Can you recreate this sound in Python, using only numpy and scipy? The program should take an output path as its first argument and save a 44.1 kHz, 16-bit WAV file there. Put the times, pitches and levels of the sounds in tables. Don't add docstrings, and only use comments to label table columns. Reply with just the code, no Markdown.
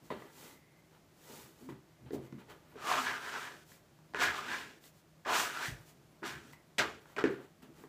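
import sys
import numpy as np
from scipy import signal
from scipy.fft import rfft, irfft, next_fast_len
from scipy.io import wavfile
from scipy.ndimage import uniform_filter1d

SR = 44100
rng = np.random.default_rng(int(sys.argv[2]) if len(sys.argv) > 2 else 0)


def how_loud(loudness_db):
    steps = np.asarray(loudness_db, float) / 20
    return 10 ** steps


def dump(signal):
    limited = np.clip(np.atleast_2d(signal).T, -1, 1)
    pcm = np.round(limited * 32767).astype(np.int16)
    wavfile.write(sys.argv[1], SR, pcm)


N = 347508

# (frequency [Hz], level [dB per Hz])
AIR_COLOUR = [(12, -52), (20, -15), (161, -5.5), (258, -11.5), (331, -6.5), (488, -16), (610, -11.5),
              (783, -17), (1960, -23), (2890, -26), (7640, -30), (8540, -33.5), (14100, -34), (15300, -35)]
AIR_DB = -65
# (frequency [Hz], width [Hz], level [dB])
APPLIANCE_HUM = [(156.2, 4.4, -71)]
# (time [s], level [dB])
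FAR_WHINE = [
    [(0.3, -82), (0.524, -71), (0.8, -75), (0.95, -90), (1.2, -89)],
    [(1.8, -84), (1.83, -89), (2.05, -79)],
    [(2.15, -76), (2.438, -77), (2.45, -79)],
]
# (frequency [Hz], time to fall 60 dB [s])
KITCHEN_RING = [(125, 0.41), (500, 0.29), (2000, 0.36), (5000, 0.065), (12000, 0.2)]

# (frequency [Hz], width [Hz], level [dB])
TABLE_MODES = [(73.4, 48, -19), (130.5, 12, 3), (219.2, 15, -2), (250.5, 20, -1), (333.4, 44, -2),
               (385.7, 34, -1.5), (452, 37, -3), (530, 14, -3.5), (608, 103, 1.5)]
# (frequency [Hz], width [Hz], level [dB])
TOP_RING = [(258, 9, 5), (382, 9, 16)]
# (frequency [Hz], width [Hz], level [dB])
WOOD_MODES = [(725, 130, -3.5), (1046, 73, 2), (1400, 30, -10), (1947, 47, 0), (3150, 110, -11)]
# (frequency [Hz], width [Hz], level [dB])
PLASTIC_MODES = [(932, 280, 5.5), (1123, 44, 7.5), (1390, 22, 2.5), (1820, 600, 7.5), (1976, 66, 7),
                 (2480, 110, -12)]
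# (frequency [Hz], width [Hz], level [dB])
EDGE_MODES = [(3320, 2700, 17), (4170, 210, -4), (5530, 320, -24), (6580, 340, 15), (7500, 630, -4)]

# (frequency [Hz], level [dB per Hz])
FIZZ_COLOUR = [(1470, -8), (2500, -5.5), (4430, -4), (5240, -4.5), (7740, -3), (8810, -7.5), (14700, -6),
               (15500, -2.5)]
# (frequency [Hz], level [dB per Hz])
SQUELCH_COLOUR = [(290, -10), (500, 3.5), (757, -15), (828, 1), (1110, -2), (1640, -5.5), (3500, -13.5),
                  (4550, -15.5), (7700, -120)]
# (frequency [Hz], level [dB per Hz])
EDGE_COLOUR = [(120, -55), (300, -34), (700, 1), (1300, 2.5), (2500, -3.5), (5000, -17), (7800, -24.5),
               (9000, -56)]
# (frequency [Hz], level [dB per Hz])
FLOUR_COLOUR = [(3000, -6), (6000, 3), (8000, 0), (11000, -6), (15500, -6)]

# (peak time [s], length [s], fizz [dB], wet squelch [dB])
PULLS = [(0.057, 0.13, -64, -71), (0.219, 0.36, -65, -59), (.44, 0.41, -54.5, -59.5),
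         (0.951, .14, -75, -66.5), (1.362, 0.51, -53.5, -59), (1.624, 0.28, -64, -68),
         (2.144, 0.077, -55.5, -64), (2.4, 0.059, -67, -58.5), (2.509, 0.089, -63, -54.5),
         (2.25, 0.15, -68, -62.5), (2.721, 0.28, -75, -66.5), (4.385, 0.087, -58, -58),
         (4.603, .1, -59, -59), (3.722, 0.22, -59, -70), (4.86, 0.15, -57.5, -72), (4.976, 0.16, -67, -74),
         (5.816, 0.13, -65.5, -66), (5.891, 0.14, -60, -71), (7.02, 0.085, -69, -64),
         (7.106, 0.23, -67, -64), (7.437, 0.15, -70, -65.5), (7.799, 0.23, -65, -64.5)]
# (time [s], fall [s], fizz [dB], wet squelch [dB])
SNAPS = [
    (.107, 0.12, -62, -44),
    (1.693, 0.12, -61.5, -52.5),
    (2.061, 0.32, -90, -62),
    (2.409, 0.12, -76, -59.5),
    (2.5, 0.19, -64, -54.5),
    (6.528, 0.065, -57, -61),
    (7.3, 0.25, -64, -55),
    (7.626, 0.11, -62.5, -56.5),
    (7.836, 0.077, -68, -63),
]
# (peak time [s], length [s], top [dB], legs over the top [dB], favoured pitch [Hz])
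LEANS = [(0.041, 0.074, -58.5, -9, 195), (0.239, 0.11, -53, -23, 338), (0.457, 0.41, -58.5, -16, 283),
         (.8, 0.87, -75, -16, 215), (1.321, 0.17, -52.5, -31, 310), (1.431, 0.43, -58.5, -17, 232),
         (1.63, 0.097, -53.5, -23, 250), (1.73, .16, -55.5, -6, 202), (2.06, 0.17, -50.5, -12, 175),
         (2.513, 0.23, -58.5, -10, 370), (2.759, 0.09, -57.5, -2, 333), (2.989, 0.25, -53.5, -13, 250),
         (3.94, 0.2, -65, -10, 170), (4.117, 0.11, -66, -8, 185), (4.288, 0.12, -53, 0, 290),
         (4.847, .4, -69, -17, 202), (6.0, 0.45, -65.5, -14, 195), (6.36, 0.15, -58.5, 3, 200),
         (6.533, 0.095, -60, -17, 205), (7.098, 0.26, -70, -14, 280), (7.4, .2, -56.5, -20, 373),
         (7.697, 0.088, -51.5, -22, 230), (7.643, 0.15, -60, -13, 240), (7.801, 0.15, -60, -7, 215)]
# (time [s], fall [s], top [dB], legs over the top [dB], favoured pitch [Hz])
THUMPS = [
    (.112, 0.1, -35, -18, 327),
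    (2.136, 0.2, -37.5, -14, 310),
    (2.33, 0.17, -44.5, -29, 196),
    (4.2, 0.17, -36, -20, 420),
    (5.264, 0.36, -43, -35, 560),
    (5.691, 0.14, -55, 5, 180),
    (6.228, .25, -45.5, -15, 307),
    (6.787, 0.17, -31.5, -18, 446),
    (7.168, 0.3, -40.5, -21, 386),
    (7.251, 0.12, -45, -12, 280),
]
# (peak time [s], rise [s], fall [s], frequency [Hz], level [dB])
HUMS = [(1.688, 0.075, 0.02, 255.5, -43.5), (2.19, 0.063, 0.24, 135, -47), (2.99, .1, 0.16, 254.5, -45.5),
        (4.47, 0.046, .04, 252, -51), (6.36, .05, .08, 130.5, -56), (7.275, .03, 0.034, 257, -40),
        (7.275, 0.0298, 0.17, 134.4, -44), (7.311, 0.0118, 0.034, 391, -33.5),
        (7.385, .03, 0.065, 384.4, -46.5), (5.716, 0.038, .05, 66, -40), (7.36, .04, .06, 1400, -56)]
# (time [s], length [s], from [Hz], to [Hz], level [dB])
SQUEAKS = [
    (.57, .05, 14500, 14000, -84),
    (.75, .08, 13200, 12100, -83),
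    (.7, .05, 11200, 10700, -83),
    (2.67, .08, 11900, 13700, -77),
    (2.7, .06, 8700, 9300, -82),
    (6.09, .05, 10800, 10900, -81),
    (6.57, .05, 11000, 10900, -79),
    (6.64, .08, 10800, 10700, -87),
]

# (time [s], blow [dB], table over the tick [dB],
# favoured table pitch [Hz], favoured pitch of the plastic or wood [Hz])
HAND_BLOWS = [
    (0.104, -30.5, -6.5, 228, 1030),
    (0.222, -43, -12, 300, 1100),
    (1.689, -43.5, 9.5, 290, 940),
    (1.697, -50, -12, 258, 1950),
    (5.681, -43.5, 11, 132, 1920),
    (5.698, -71, 28, 58.3, 1000),
]
CORNER_BLOWS = [
    (2.5, -52, -10, 430, 4500),
    (6.533, -42.5, -11, 147, 2000),
    (2.3252, -46.5, 9.5, 247, 1800),
    (2.107, -46, 13, 390, 1700),
    (2.132, -50.5, 23, 355, 680),
    (4.778, -62, 7, 165, 1650),
    (4.84, -48, -27, 164, 3800),
]
SIDE_BLOWS = [(7.057, -47.5, -16, 162, 1380), (2.384, -60, 5, 212, 1210), (2.4933, -53, -19, 415, 1820),
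              (2.756, -50, 9.5, 440, 1480), (2.841, -39, -6, 253, 1180), (3.718, -49, -4, 246, 1620),
              (3.989, -54.5, -1, 164, 834), (4.137, -38, -11, 336, 802), (6.221, -50.5, 6, 305, 1400),
              (7.1, -53, -2, 257, 1100), (6.783, -27, -7, 262, 2590), (7.1645, -32, -12, 250, 2400),
              (7.628, -51.5, 2, 233, 2740), (7.838, -43.5, 1, 393, 1150)]
FLAT_BLOWS = [
    (5.2598, -32, -9, 590, 1100),
    (6.2305, -31.5, -13, 474, 1300),
    (4.1465, -23, -10.5, 540, 1490),
    (7.1825, -26, -6, 483, 1510),
    (7.24, -21.5, 7, 381, 1750),
    (7.292, -42, -10, 380, 1700),
    (7.304, -49, 17, 387, 1400),
    (7.351, -56, 15.5, 350, 1400),
]

# (time [s], pressure [dB], blade ring [Hz], edge speed [dB]) first drag, out and
DRAG_1 = [(2.755, -59, 1355, -80), (2.875, -37.5, 1226, -49.5), (2.913, -29.5, 1202, -46),
          (2.951, -32.5, 1150, -49), (3.027, -38.5, 1330, -50), (3.049, -37, 1500, -51),
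          (3.085, -35, 1520, -55), (3.175, -43, 1424, -60.5), (3.2, -51, 1370, -62),
          (3.22, -47.5, 1480, -60), (3.286, -41.5, 1440, -57.5), (3.312, -46.5, 1476, -58),
          (3.362, -37, 1333, -58), (3.404, -47, 1370, -58), (3.448, -44, 1534, -58),
          (3.48, -48, 1500, -62.5), (3.64, -70.5, 1440, -71.5)]
DRAG_2 = [(4.154, -41, 1430, -65), (4.182, -43, 1460, -60), (4.22, -27, 1455, -44),
          (4.236, -28.5, 1533, -41.5), (4.29, -34.5, 1550, -53.5), (4.332, -42.5, 1390, -58),
          (4.378, -39.5, 1245, -55), (4.44, -45, 1350, -62),
          (4.46, -46, 1390, -60), (4.524, -38, 1544, -53.5), (4.548, -40, 1548, -54),
          (4.79, -71, 1500, -75.5)]
DRAG_3 = [(5.262, -37.5, 1254, -64), (5.308, -32, 1067, -50), (5.35, -30.5, 1212, -41.5),
          (5.398, -34.5, 1320, -39), (5.434, -37, 1120, -42), (5.484, -40.5, 1490, -51),
          (5.53, -46, 1410, -56.5),
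          (5.55, -45, 1360, -55.5), (5.604, -38.5, 1390, -54.5), (5.664, -40.5, 1582, -48),
          (5.706, -52, 1730, -56.5), (5.762, -62.5, 1520, -68), (5.8, -67, 1670, -71)]
# (time [s], pressure [dB], blade ring [Hz], edge speed [dB])
FLICKS = [
    [(6.231, -44, 1410, -71), (6.264, -42, 1485, -51), (6.374, -52, 1620, -65.5), (6.41, -63, 1390, -70.5),
     (6.52, -68, 1380, -68)],
    [(6.782, -31.5, 2560, -36.5), (6.798, -31, 1600, -45), (6.826, -34.5, 1464, -54.5),
     (6.854, -42, 1200, -62), (7.0, -70.5, 1390, -74.5)],
]
# (top [dB], favoured pitch [Hz], legs over the top [dB], bare wood [dB])
STROKE_WEIGHT = [
    (-55, 390, -16.5, -1.2),
    (-53.5, 316, -16.5, 1),
    (-53, 385, -34, -1),
    (-51.5, 236, -21, -0.3),
    (-52.5, 340, -10.5, 4.5),
]
# (time [s], level over the steady rub [dB])
SNAGS = [(2.8448, 14.2), (2.8715, 18), (2.9157, 15.2), (2.9389, 9), (2.9896, 15), (3.0708, 14.6),
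         (3.0869, 14), (3.2139, 12), (3.3224, 16), (3.4199, 16), (3.4532, 17), (3.4698, 14.5), (3.499, 12),
         (4.1727, 19), (4.225, 15), (4.2419, 15.0), (4.285, 16), (4.3474, 11), (4.3912, 13), (4.517, 11),
         (4.5424, 16), (4.6056, 13), (4.6263, 10), (5.3312, 16), (5.3543, 17), (5.364, 13.6),
         (5.4012, 18.5), (5.4186, 13.0), (5.4582, 12.9), (5.4709, 10), (5.5222, 14.2), (5.573, 18),
         (5.6333, 13.8), (5.6572, 17), (6.2572, 18), (6.266, 11), (6.324, 17), (6.353, 10), (6.79, -1),
         (6.7983, 14), (6.844, 12), (6.8646, 15), (6.884, 12.9)]
# (time [s], length [s], pressure [dB], fall [dB], blade ring [Hz])
SKIDS = [
    (5.2482, .013, -46.5, 0, 1710),
    (7.165, 0.018, -40, 13, 1690),
    (7.184, 0.05, -33.5, 15, 1380),
    (7.24, 0.06, -37, 12, 1560),
    (7.3, 0.14, -52, 16, 1410),
]

SWELL_DEPTH_DB, RISE_S = 32, 0.008
LEGS_LAG_S, LEGS_LAG_DB = 0.025, 10
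HUM_DEPTH_DB = 20
HAND_DB, CORNER_DB, SIDE_DB, FLAT_DB = -19, 7, -3, -10
PLASTIC_S, DOUGH_S = 0.007, 0.02
SOFT_HZ = 7600
SNAG_DB = 10
REST_HZ, FLEX = 1350, 1.6
GRIT_SHARE, GRIT_DB, FLOUR_DB = 0.61, 4.5, -2.5
WEIGHT_SHARE = 0.39
SKID_SPEED_DB = -31
LOW_HZ, HIGH_HZ = 44, 15400


def evened(x):
    return x / np.sqrt(np.mean(x ** 2) + 1e-20)


def read(points, hz):
    f, value = np.transpose(points)
    return np.interp(np.log(hz + 1), np.log(f + 1), value)


def colour(x, points):
    size = next_fast_len(len(x))
    gain = how_loud(read(points, np.fft.rfftfreq(size, 1 / SR)))
    return evened(irfft(rfft(x, size) * gain, size)[:len(x)])


def add(mix, s, sound):
    part = mix[round(s * SR):][:len(sound)]
    part += sound[:len(part)]


def resonate(x, hz, width):
    turn = np.exp(2j * np.pi * np.cumsum(hz * np.ones(len(x))) / SR)
    r = np.exp(-np.pi * width / SR)
    return 2 * (turn * signal.lfilter([1 - r], [1, -r], x / turn)).real


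def body(x, modes, bend=1):
    return sum((-1) ** k * how_loud(db) * resonate(x, hz * bend, width) / np.sqrt(width)
               for k, (hz, width, db) in enumerate(modes))


def favoured(modes, spot_hz, fall_db):
    return [(hz, width, db - fall_db * np.log2(hz / spot_hz) ** 2) for hz, width, db in modes]


def slips(count, per_s, spread_db):
    size = how_loud(spread_db * np.minimum(rng.exponential(1, count), 4))
    sign = rng.choice([-1., 1.], count)
    return size * sign * (rng.random(count) < per_s / SR)


def wander(count, smooth):
    return evened(uniform_filter1d(rng.standard_normal(count), smooth))


def played(rows):
    s, *columns = np.transpose(rows)
    t = np.arange(s[0], s[-1], 1 / SR)
    return s[0], [np.interp(t, s, c) for c in columns]


def arch(peak, length):
    u = np.linspace(-1, 1, 9)
    return max(peak, length / 2) + u * length / 2, -SWELL_DEPTH_DB * u ** 2


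def burst(s, fall):
    t = s + np.array([-RISE_S, 0, LEGS_LAG_S, max(fall, 2 * LEGS_LAG_S)])
    return t, -SWELL_DEPTH_DB * np.array([.5, 0, LEGS_LAG_S / fall, 1])


def air():
    swell_db = .5 * wander(N, 9000)
    hush = how_loud(AIR_DB + swell_db) * colour(rng.standard_normal(N), AIR_COLOUR)
    for rows in FAR_WHINE:
        s, (whine_db,) = played(rows)
        whine = evened(resonate(rng.standard_normal(len(whine_db)), 2070, 120))
        add(hush, s, how_loud(whine_db) * whine)
    for hz, width, db in APPLIANCE_HUM:
        hush += how_loud(db) * evened(resonate(rng.standard_normal(N), hz, width))
    return hush


def peeling_dough(rows):
    s, (fizz_db, squelch_db) = played(rows)
    count = len(fizz_db)
    threads = colour(slips(count, 12000, 2.8), FIZZ_COLOUR)
    pops = slips(count, 2000, 2.3)
    pockets = evened(colour(pops, SQUELCH_COLOUR) + 0.56 * evened(body(pops, WOOD_MODES)))
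    mix = how_loud(fizz_db) * threads + how_loud(squelch_db) * pockets
    return s, mix * signal.windows.tukey(count, .05)


def pushed_table(rows):
    s, (top_db, legs_db, spot_hz) = played(rows)
    count = len(top_db)
    modes = favoured(TABLE_MODES[1:], spot_hz, 9.4)
    total = np.sqrt(sum(how_loud(2 * db) for hz, width, db in modes))
    top = body(slips(count, 1500, 2.1), modes) / total
    sway = rng.standard_normal(count)
    slow_rock = evened(resonate(resonate(sway, 75, 35), 75, 35))
    fast_rock = evened(resonate(resonate(sway, 132, 24), 132, 24))
    legs = slow_rock + 1.39 * fast_rock
    i = np.arange(count)
    fade = np.minimum(1, np.minimum(i, i[::-1]) / 150)
    return s, how_loud(top_db - 2.0) * (evened(top) + how_loud(legs_db) * legs) * fade


def kneading():
    for shape, rows in ((arch, PULLS), (burst, SNAPS)):
        for s, length, fizz_db, squelch_db in rows:
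            t, drop_db = shape(s, length)
            yield peeling_dough(np.c_[t, fizz_db + drop_db, squelch_db + drop_db])
    for shape, rows, lag_db in ((arch, LEANS, 0), (burst, THUMPS, LEGS_LAG_DB)):
        for s, length, top_db, legs_db, hz in rows:
            t, drop_db = shape(s, length)
            late_legs_db = legs_db - lag_db * (t <= s)
            yield pushed_table(np.c_[t, top_db + drop_db, late_legs_db, hz + 0 * t])


def knock(s, blow_db, table_db, bright_db, spot_hz, tick_hz, modes, tick_s):
    t = np.arange(SR // 4) / SR
    touch = (t == 0) + 0.12 * rng.standard_normal(len(t)) * np.exp(-t / 0.0007)
    push = np.exp(-t / 0.00046) * t
    thud = np.sin(2 * np.pi * spot_hz * t) * np.tanh(2 * t * spot_hz)
    thud = thud * np.exp(-(t * spot_hz / 1.8) ** 2)
    tick = body(touch, favoured(modes, tick_hz, 6.0)) * np.exp(-t / tick_s)
    first_swing = np.sin(2 * np.pi * tick_hz * t) * np.exp(-t * tick_hz / 2.9)
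    tick = tick / abs(tick).max() + 0.87 * first_swing
    boom = body(push, favoured(TABLE_MODES, spot_hz, 13.7))
    crack = resonate(resonate(touch, 3300, 3600), 3300, 3600)
    tick, boom, crack = (part / abs(part).max() for part in (tick, boom, crack))
    return s, how_loud(blow_db) * (tick + how_loud(table_db) * (0.32 * boom + thud) + how_loud(bright_db - 4.5) * crack)


def all_blows():
    blows = np.zeros(N)
    for rows, bright_db, modes, tick_s in ((HAND_BLOWS, HAND_DB, WOOD_MODES, DOUGH_S),
                                           (CORNER_BLOWS, CORNER_DB, PLASTIC_MODES, PLASTIC_S),
                                           (SIDE_BLOWS, SIDE_DB, PLASTIC_MODES, PLASTIC_S),
                                           (FLAT_BLOWS, FLAT_DB, PLASTIC_MODES, PLASTIC_S)):
        for s, blow_db, table_db, spot_hz, tick_hz in rows:
            add(blows, *knock(s, blow_db, table_db, bright_db, spot_hz, tick_hz, modes, tick_s))
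    soften = signal.butter(3, SOFT_HZ, fs=SR, output="sos")
    return signal.sosfilt(soften, blows + body(blows, TOP_RING))


def squeak(s, length, from_hz, to_hz, db):
    hz = np.linspace(from_hz, to_hz, round(length * SR))
    whistle = evened(resonate(rng.standard_normal(len(hz)), hz, 60))
    return s, how_loud(db) * whistle * np.hanning(len(hz))


def rubbed_hum(peak, rise, fall, hz, db):
    t = np.arange(-rise, fall, 1 / SR)
    waver = 1 + .02 * wander(len(t), 900)
    drop_db = HUM_DEPTH_DB * np.where(t < 0, -t / rise, t / fall)
    tone = np.sin(2 * np.pi * np.cumsum(hz * waver) / SR) * signal.windows.tukey(len(t), .2)
    return peak - rise, how_loud(db - drop_db) * tone


def scraper_edge(rows):
    s, (pressure_db, ring_hz, grit_db, flour_db) = played(rows)
    count = len(ring_hz)
    judder = how_loud(wander(count, 150))
    catches = evened(slips(count, 2600, 1.9) * judder)
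    for at, db in SNAGS:
        if 0 < at - s < count / SR - .001:
            catches[round((at - s) * SR)] += how_loud(db + SNAG_DB) * rng.choice([-1., 1.])
    ring = evened(resonate(resonate(catches, ring_hz, 700), ring_hz, 700))
    plate = evened(body(catches, PLASTIC_MODES, ring_hz / 1400))
    patchy = how_loud(1.2 * wander(count, 500))
    grains = evened(slips(count, 7000, 2.1) * judder * patchy) + .5 * catches
    edge = colour(grains, EDGE_COLOUR)
    rasp = signal.sosfilt(signal.butter(2, 2600, "high", fs=SR, output="sos"), edge)
    edge_ring = evened(body(grains, EDGE_MODES, np.sqrt(ring_hz / 1390)))
    grit = evened(evened(rasp) + 0.43 * edge_ring)
    flour = colour(rng.standard_normal(count), FLOUR_COLOUR)
    core = evened(ring + 0.63 * plate + 0.68 * edge)
    mix = core + how_loud(grit_db - 3.0) * grit + how_loud(flour_db + 3.0) * flour
    return s, how_loud(pressure_db) * mix * signal.windows.tukey(count, min(1, 200 / count))


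def scraping():
    drags = [DRAG_1, DRAG_2, DRAG_3]
    skids = []
    for s, length, db, fall_db, hz in SKIDS:
        end_db = db - fall_db
        skids.append([(s, db, hz, db + SKID_SPEED_DB), (s + length, end_db, hz, end_db + SKID_SPEED_DB)])
    for k, rows in enumerate(drags + FLICKS + skids):
        s, pressure_db, ring_hz, speed_db = np.transpose(rows)
        if k < len(drags):
            ring_hz = REST_HZ * (ring_hz / REST_HZ) ** FLEX
        top_db, spot_hz, legs_db, bare_db = STROKE_WEIGHT[min(k, len(STROKE_WEIGHT) - 1)]
        fast_db = speed_db - pressure_db
        grit_db = GRIT_DB + GRIT_SHARE * fast_db + bare_db
        flour_db = FLOUR_DB + fast_db - bare_db
        yield scraper_edge(np.c_[s, pressure_db, ring_hz, grit_db, flour_db])
        if k < len(STROKE_WEIGHT):
            moving_db = top_db + WEIGHT_SHARE * (pressure_db + 42.5)
            yield pushed_table(np.c_[s, moving_db, legs_db + 0 * s, spot_hz + 0 * s])


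def kitchen(x):
    taps = np.zeros(SR // 2)
    at = np.arange(60, len(taps) - 20, 20)
    taps[at + rng.integers(0, 20, len(at))] = rng.choice([-1., 1.], len(at))
    hz, t, z = signal.stft(taps, SR, nperseg=256)
    decay = how_loud(-60 * t / read(KITCHEN_RING, hz)[:, None])
    tail = signal.istft(z * decay, SR, nperseg=256)[1]
    return signal.fftconvolve(x, tail / np.linalg.norm(tail))[:N]


def scene():
    rubbing = np.zeros(N)
    squeaks = (squeak(*row) for row in SQUEAKS)
    hums = (rubbed_hum(*row) for row in HUMS)
    for s, sound in (*kneading(), *squeaks, *hums, *scraping()):
        add(rubbing, s, sound)
    blows = all_blows()
    wet = kitchen(how_loud(-10.5) * rubbing + how_loud(-4.5) * blows)
    return (how_loud(-0.5) * rubbing + blows + wet + air())[None]


def low_pass(x):
    return signal.sosfilt(signal.butter(12, 16300, fs=SR, output="sos"), x)


def record(dry):
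    thin = signal.sosfilt(signal.butter(2, LOW_HZ, "high", fs=SR, output="sos"), dry)
    top_cut = signal.firwin(511, HIGH_HZ, window=("kaiser", 9), fs=SR)
    return low_pass(signal.oaconvolve(thin, top_cut[None], "same"))


dry = scene()
out = record(dry)
dump(out)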